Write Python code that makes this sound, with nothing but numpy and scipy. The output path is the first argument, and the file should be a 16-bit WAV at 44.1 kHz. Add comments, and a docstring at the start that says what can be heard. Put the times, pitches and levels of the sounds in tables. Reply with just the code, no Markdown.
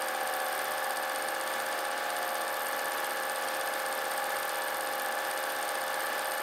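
"""An old film projector running steadily in a room, close to the microphone.
Its steel claw snaps into the film 16 times a second, and the film rattles in the gate.
The motor turns about 76 times a second: the casing sings at the shaft's orders, the gears whine,
and in every turn the brushes hiss and the bearing knocks and ticks.
Cooling air rushes behind it all; the table and nearby walls send back weak early echoes."""
import sys
import numpy as np
from scipy import signal
from scipy.fft import rfft, irfft, next_fast_len
from scipy.io import wavfile
from scipy.ndimage import map_coordinates

SR = 44100
rng = np.random.default_rng(int(sys.argv[2]) if len(sys.argv) > 2 else 0)


def put_to_file(sound):
    """Save the sound as 16-bit audio at rate SR, in the file named by the first command-line argument."""
    columns = np.atleast_2d(sound).T  # one column per channel
    safe = np.clip(columns, -1, 1)
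    whole_steps = np.round(safe * 32767)
    wavfile.write(sys.argv[1], SR, whole_steps.astype(np.int16))


N = 283122
FRAMES_PER_TURN = .20942  # gearing from the motor down to the film
BEATS_PER_TURN = .346  # beat of the shaft against the gear teeth

# contacts of claw and film in each frame: phase_frames, level_db, chatter_t60_s
CLAW_CONTACTS = [(0.176, -36, 0.0063), (0.303, -34, 0.0048), (.334, -26.5, 0.009), (0.689, -41, 0.013)]
# resonances of the claw's tip and the gate: pitch_hz, width_hz, level_db
TIP_MODES = [(7370, 130, -9.5), (8310, 200, 3), (8950, 510, 7.5), (10800, 1100, -7)]
# resonances of the claw's arm: pitch_hz, width_hz, level_db
ARM_MODES = [(2750, 700, -4), (4780, 340, 4.5)]
# frames struck harder or softer than usual: time_s, force_db
ODD_STROKES = [(.15, -3), (.34, 2), (.65, -2.5), (.97, 2.5), (1.03, -4), (1.16, 3.5), (1.22, 2.5),
               (1.29, 4), (1.35, -3.5), (2.04, -8), (2.1, 3), (2.6, -11), (2.67, 3), (2.73, -5.5),
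               (2.98, -3), (3.3, 3), (3.48, 2), (3.74, 1.5), (3.99, -6), (4.05, -3), (4.3, -4), (4.37, 2),
               (4.56, -1), (4.74, -2), (4.81, 2), (5.19, -3.5), (5.31, 2), (5.56, -3.5), (5.69, 5),
               (5.75, 2), (6.13, -4.5), (6.32, 3)]
def claw(frames):
    """Each contact is a clean blow and a short chatter that ping the claw; hard strokes are brighter."""
    accent_frames, accent_db, scatter_db, chatter_db = 4.73, 1.2, .8, -4
    t = np.arange(SR // 40) / SR
    cushion = signal.butter(4, 11300, fs=SR, output="sos")  # the film softens the top of the ping
    frame = np.arange(int(frames[-1]) + 1)
    force_db = accent_db * np.cos(2 * np.pi * (frame / accent_frames - .01))
    force_db += scatter_db * rng.standard_normal(len(frame))
    for time_s, db in ODD_STROKES:
        force_db[int(frames[int(time_s * SR)])] = db
    out = np.zeros(N + len(t))
    for modes, levels_db in ((TIP_MODES, force_db - 1.7), (ARM_MODES, .5 * force_db - 5)):
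        ping = signal.sosfilt(cushion, resonate(np.arange(N) == 0, modes)[:len(t)])
        for phase, db, t60_s in CLAW_CONTACTS:
            decay = amp(-60 * t / t60_s) * (1 - np.exp(-t / .0003))
            decay_norm = np.linalg.norm(decay)
            for start, frame_db in zip(np.searchsorted(frames, frame + phase), levels_db):
                blow = t == 0
                chatter = amp(chatter_db) * decay / decay_norm * rng.standard_normal(len(t))
                ring = signal.fftconvolve(blow + chatter, ping)[:len(t)]
                ring *= decay_norm / np.linalg.norm(ring)  # the cam gives strokes nearly equal energy
                out[start:start + len(t)] += amp(db + frame_db) * ring
    return out[:N]


# motor tones and their beat sidebands: shaft_order, level_db, lower_db, upper_db
MOTOR_TONES = [(3, -69.5, -80, -78), (4, -67, -73, -92), (5, -60.5, -72, -69), (6, -56, -65, -57),
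               (7, -43.5, -63, -66), (8, -47, -63, -58.5), (9, -58, -73, -67), (11, -44.0, -45.5, -59.5),
               (12, -60.0, -63.5, -68), (14, -59, -70, -50.5), (15, -49, -56, -59.5),
               (16, -52, -53.0, -63.5), (17, -62.5, -57.5, -57), (18, -53.5, -53.5, -58),
               (19, -70, -74, -52), (20, -58, -55, -52), (21, -52, -60, -54), (22, -56.5, -51, -57),
               (23, -47, -46.5, -55.0), (24, -74, -61.0, -61), (26, -60, -66, -68)]
# low hum of the shaft's unbalance: shaft_order, level_db
UNBALANCE_HUM = [(1, -94), (2, -84)]
def motor(turns):
    """The whir: shaft orders and their sidebands, wavering a little as the load shifts."""
    out = sum(amp(db) * tone(order * turns) for order, db in UNBALANCE_HUM)
    for order, db, lower_db, upper_db in MOTOR_TONES:
        out += amp(db) * casing_tone(turns, order) * waver(depth_db=.9, rate_hz=7)
        lower = amp(lower_db) * casing_tone(turns, order, side=-1)
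        upper = amp(upper_db) * casing_tone(turns, order, side=1)
        out += (lower + upper) * waver(depth_db=1.2, rate_hz=10)
    return out


# jolts of the shaft on the casing in each turn: phase_turns, hardest_at_beats
SHAFT_JOLTS = [(0.0, .51), (.11, .09)]
# resonances of the casing: pitch_hz, width_hz, level_db
CASING_MODES = [(487, 59, -6.5), (610, 93, -4.5), (712, 32, -2.5), (792.4, 24.6, 6.5), (1180, 150, -1),
                (1580, 160, -2.5), (1732, 54, 3)]
def casing_tone(turns, order, side=0):
    """A shaft order or its sideband, rms 1; the same jolts set every phase, so together they purr."""
    smear_s = .00008  # spread in travel time through the casing
    multiple = order + side * BEATS_PER_TURN
    push = sum(np.exp(-2j * np.pi * (order * at + side * beat_at)) for at, beat_at in SHAFT_JOLTS)
    pitch_hz = multiple * turns[-1] * SR / N
    phase = np.angle(push * response(pitch_hz, CASING_MODES))
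    phase += 2 * np.pi * pitch_hz * smear_s * rng.standard_normal()
    return np.sqrt(2) * np.cos(2 * np.pi * multiple * turns + phase)


# gear and shutter tones: cycles_per_frame, level_db
GEAR_TONES = [(6, -79.5), (9, -74.5), (12, -84), (15, -64.5), (18, -76), (21, -58.5), (30, -61), (36, -53),
              (42, -59), (46, -69), (60, -50)]
def gears(frames):
    """Teeth and shutter blades sing at whole multiples of the frame rate."""
    return sum(amp(db) * tone(order * frames) * waver(depth_db=2.5, rate_hz=8)
               for order, db in GEAR_TONES)


# rise and fall of the shaft's tenth order: time_s, lead_db
SHAFT_LEAD = [(0.0, 8), (0.7, 6.5), (1.35, 4.5), (1.85, -12), (2.4, -5.5), (2.8, -4), (3.1, -3), (4.3, 0),
              (5.55, -4), (6.1, -3)]
def trading_tones(turns):
    """A shaft tone and a gear tone near 750 Hz take turns in the lead: as one swells, the other fades."""
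    lead_db = curve(SHAFT_LEAD)
    shaft = amp(-49 + lead_db) * casing_tone(turns, order=10)
    gear = amp(-51 - .49 * lead_db) * tone(45 * FRAMES_PER_TURN * turns)
    return shaft * waver(depth_db=-1.5, rate_hz=4.8) + gear * waver(depth_db=3, rate_hz=4.6)


# resonances of the bearing plate: pitch_hz, width_hz, level_db
BEARING_MODES = [(1977, 66, 0.5), (2133, 74, 4.5), (2310, 107, 1), (2574, 49, 5.5), (2920, 220, 1.5),
                 (3226, 140, 0.5), (3500, 184, 0.5), (4370, 180, -2), (4700, 170, -8), (5094, 80, 1)]
def bearing_rattle(turns):
    """Play in the bearings shakes the casing with a rub and a slower chug; the plate rings steadily."""
    rub = swell(turns, peak_at=.13, depth_db=2.5)
    chug = swell((1 - BEATS_PER_TURN) * turns, peak_at=.32, depth_db=2)
    casing = unit(resonate(rng.standard_normal(N) * rub * chug, CASING_MODES))
    plate = unit(resonate(rng.standard_normal(N), BEARING_MODES))
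    return amp(-41.5) * casing + amp(-47.5) * plate


# spots where the brushes catch on the commutator: phase_turns, level_db, pressure_swing_db
BRUSH_CATCHES = [(.2, -19, 8), (.29, -16, 8), (.38, -13, 7), (.47, -4, 4.5), (.55, -2.5, 3.8),
                 (.62, -1, 2.2), (.68, -2, 3.4), (.74, -6, 3.6), (.81, -14, 6), (.9, -16, 8)]
# colour of the brush hiss: frequency_hz, density_db
BRUSH_COLOUR = [(3000, -17.5), (7600, -23.5), (8400, -1), (9200, -8), (10000, -10), (11300, -7), (12100, 1),
                (12750, -2), (13000, -7), (13650, 0), (14200, -13), (15050, -13), (15800, -28)]
# loudness of the brush hiss: time_s, level_db
BRUSH_LEVEL = [(0.0, -46.5), (0.9, -46), (1.4, -48), (1.7, -47.2), (1.95, -52), (2.2, -46.5), (2.45, -47),
               (2.7, -44.5), (3.3, -47), (4.0, -46), (4.8, -45.6), (5.3, -48), (5.8, -46.9), (6.42, -46)]
def brushes(turns):
    """The brushes catch at the same spots each turn: a few always rasp, others only when pressed hard."""
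    catch_width_turns = .036
    count = int(turns[-1]) + 3
    claw_load = .85 * np.cos(2 * np.pi * (2 * FRAMES_PER_TURN * turns - .44))  # peaks twice a frame
    hop = rng.standard_normal(count)  # shared by all catches of a turn
    power = amp(-26) ** 2  # smooth sliding between the catches
    for phase, db, swing_db in BRUSH_CATCHES:
        turn = np.round(turns - phase).astype(int)
        bounce = .65 * (hop + rng.standard_normal(count))
        pressure = np.minimum(claw_load + bounce[turn], 1.15)
        catch = np.exp(-((turns - phase - turn) / catch_width_turns) ** 2)
        power += amp(db + swing_db * pressure) ** 2 * catch
    hiss = unit(noise(BRUSH_COLOUR) * np.sqrt(power))
    return amp(curve(BRUSH_LEVEL)) * hiss * waver(depth_db=.4, rate_hz=12)


# colour of the metal body's dense ring: frequency_hz, density_db
METAL_COLOUR = [(1800, -36), (2000, -1.5), (2300, 2), (2450, 2), (2600, 1), (3100, -5.5), (3500, -4.5),
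                (4000, -6), (4400, -2.5), (5150, -9), (5700, -10), (7000, -8.5), (9000, -14)]
def bearing_knock(turns):
    """The shaft taps its bearing once a turn, at one of two points, and sets the metal body ringing."""
    turn = np.arange(int(turns[-1]) - 1)
    starts = np.interp(turn + .01, turns, np.arange(N)).astype(int)
    beat_db = 3 * np.cos(2 * np.pi * BEATS_PER_TURN * turn)  # about every third tap is stronger
    force = amp(beat_db + rng.uniform(-3.5, 3.5, len(turn)))
    first_point = rng.random(len(turn)) < .5
    t = np.arange(SR // 12) / SR
    decay = (amp(-60 * t / .044) + amp(-4 - 60 * t / .12)) * (1 - np.exp(-t / .0013))
    out = np.zeros(N)
    for struck in (first_point, ~first_point):
        taps = np.bincount(starts, force * struck, N)
        ring = noise(METAL_COLOUR)[:len(t)] * decay
        out += signal.fftconvolve(taps, ring)[:N]
    return amp(-49.5) * unit(out)


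# rattles in each frame, after the claw pulls and as it lets go: phase_frames, level_db, width_frames
FILM_FLAPS = [(.36, 1, 0.023), (.405, -5.5, 0.023), (.535, -1.5, .02), (.6, -6.5, 0.033),
              (.73, -10.5, 0.067)]
# resonances of the gate's sprung pressure plate: pitch_hz, width_hz, level_db
GATE_MODES = [(3474, 140, 5.5), (5720, 170, 0), (6220, 100, 1), (6600, 240, -2), (7290, 170, 1.5),
              (8100, 300, -2.5), (9450, 360, -1.5)]
def film_rattle(frames):
    """The film rattles against the pressure plate in two bursts a frame, then settles."""
    scatter_db = 2.2
    count = int(frames[-1]) + 3
    push = np.zeros(N)
    for phase, db, width in FILM_FLAPS:
        frame = np.round(frames - phase).astype(int)
        force = amp(db + scatter_db * rng.standard_normal(count))
        push += force[frame] * np.exp(-((frames - phase - frame) / width) ** 2)
    return amp(-54) * unit(resonate(push * rng.standard_normal(N), GATE_MODES))


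# colour of the bearing's tick: frequency_hz, density_db
TICK_COLOUR = [(1500, -29), (2100, 0.5), (3600, -3), (4500, -9), (6000, -15)]
def bearing_tick(turns):
    """The shaft crosses the play in its bearing with a short dry tick in every turn."""
    phase_turns, width_turns = .99, .048
    offset = (turns - phase_turns + .5) % 1 - .5
    burst = np.exp(-.5 * (offset / width_turns) ** 2)
    return amp(-54.5) * unit(noise(TICK_COLOUR) * burst)


# colour of the air behind the clatter: frequency_hz, density_db
FAN_COLOUR = [(25, -37), (70, -25), (140, -9.5), (200, -11), (270, -0.5), (400, 1.5), (900, -3.5),
              (1350, 1.5), (1900, 2.5), (2450, -4), (3000, -5.5), (3900, -7.5), (5000, -8.5), (5900, -11.5),
              (7500, -17.5), (9000, -12), (15500, -24)]
def fan():
    """Cooling air rushes through the lamp house."""
    return amp(-44) * noise(FAN_COLOUR) * waver(depth_db=1.5, rate_hz=9)


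def room(direct):
    """Weak early echoes off the table and nearby walls ripple the treble at the close microphone."""
    echo_db, t60_s = -17.5, .084
    t = np.arange(SR // 25) / SR
    treble = noise([(1200, -29), (2500, 1.5), (8000, 2), (13000, -3)])
    echoes = treble[:len(t)] * amp(-60 * t / t60_s)
    return direct + amp(echo_db) * signal.fftconvolve(direct, echoes / np.linalg.norm(echoes))[:N]


def amp(db):
    """Decibels to gain."""
    return 10 ** (np.asarray(db) / 20)


def unit(x):
    """Scale to rms 1."""
    return x / np.sqrt(np.mean(x ** 2) + 1e-20)


def curve(rows):
    """One value per sample from rows of time_s, value."""
    return np.interp(np.arange(N) / SR, *np.transpose(rows))


def tone(cycles):
    """A sine of rms 1 that follows a running count of cycles."""
    return np.sqrt(2) * np.sin(2 * np.pi * (cycles + rng.random()))


def swell(cycles, peak_at, depth_db):
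    """A gain of rms 1 that peaks at the given share of each cycle."""
    return unit(amp(depth_db * np.cos(2 * np.pi * (cycles - peak_at))))


def wobble(rate_hz):
    """A smooth random curve around zero."""
    knots = rng.standard_normal(int(N * rate_hz / SR) + 4)
    return map_coordinates(knots, [np.arange(N) * rate_hz / SR], mode="nearest")


def waver(depth_db, rate_hz):
    """A slowly wandering gain of rms 1."""
    knots = rng.standard_normal(int(N * rate_hz / SR) + 2)
    return unit(amp(depth_db * np.interp(np.arange(N) * rate_hz / SR, np.arange(len(knots)), knots)))


def filtered(x, gain):
    """Filter x by a complex gain that is a function of frequency."""
    size = next_fast_len(N + 8192)
    return irfft(rfft(x, size) * gain(np.fft.rfftfreq(size, 1 / SR)), size)[:N]


def noise(colour):
    """Noise of rms 1, coloured by rows of frequency_hz, density_db."""
    hz, db = np.transpose(colour)
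    white = rng.standard_normal(N)
    return unit(filtered(white, lambda f: amp(np.interp(np.log(f + 1), np.log(hz), db))))


def response(f, modes):
    """Complex gain of resonances that alternate in sign."""
    return sum((-1) ** k * amp(db) * 1j * f * width / (hz * hz - f * f + 1j * f * width)
               for k, (hz, width, db) in enumerate(modes))


def resonate(x, modes):
    """Ring x through rows of pitch_hz, width_hz, level_db."""
    return filtered(x, lambda f: response(f, modes))


# slight drift of the motor's speed: time_s, turns_per_s
MOTOR_SPEED = [(0.0, 75.39), (0.47, 75.25), (0.8, 75.75), (1.29, 75.54), (1.73, 76.14), (2.73, 76.11),
               (3.1, 75.64), (3.34, 76.0), (4.06, 75.65), (4.19, 75.95), (4.8, 75.62), (5.28, 75.95),
               (5.72, 75.67), (5.92, 76.11), (6.42, 76.07)]
def scene():
    """The projector from close by: one shaft drives the whir, the clatter and the brushes."""
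    turns = np.cumsum(curve(MOTOR_SPEED)) / SR
    frames = FRAMES_PER_TURN * turns
    loose_turns = turns + .0008 * wobble(rate_hz=30)  # backlash makes the tones flutter
    whir = motor(loose_turns) + gears(FRAMES_PER_TURN * loose_turns) + trading_tones(loose_turns)
    bearings = bearing_rattle(turns) + bearing_tick(turns) + bearing_knock(turns)
    clatter = claw(frames) + film_rattle(frames)
    return room(clatter + whir + bearings + brushes(turns) + fan())[None]


def record(dry):
    """One microphone close to the projector; it thins the deep bass and passes nothing above top_hz."""
    low_cut_hz, top_hz = 85, 15850
    return filtered(dry[0], lambda f: (f < top_hz) * f ** 2 / np.hypot(f ** 2, low_cut_hz ** 2))[None]


dry = scene()
out = record(dry)
put_to_file(out)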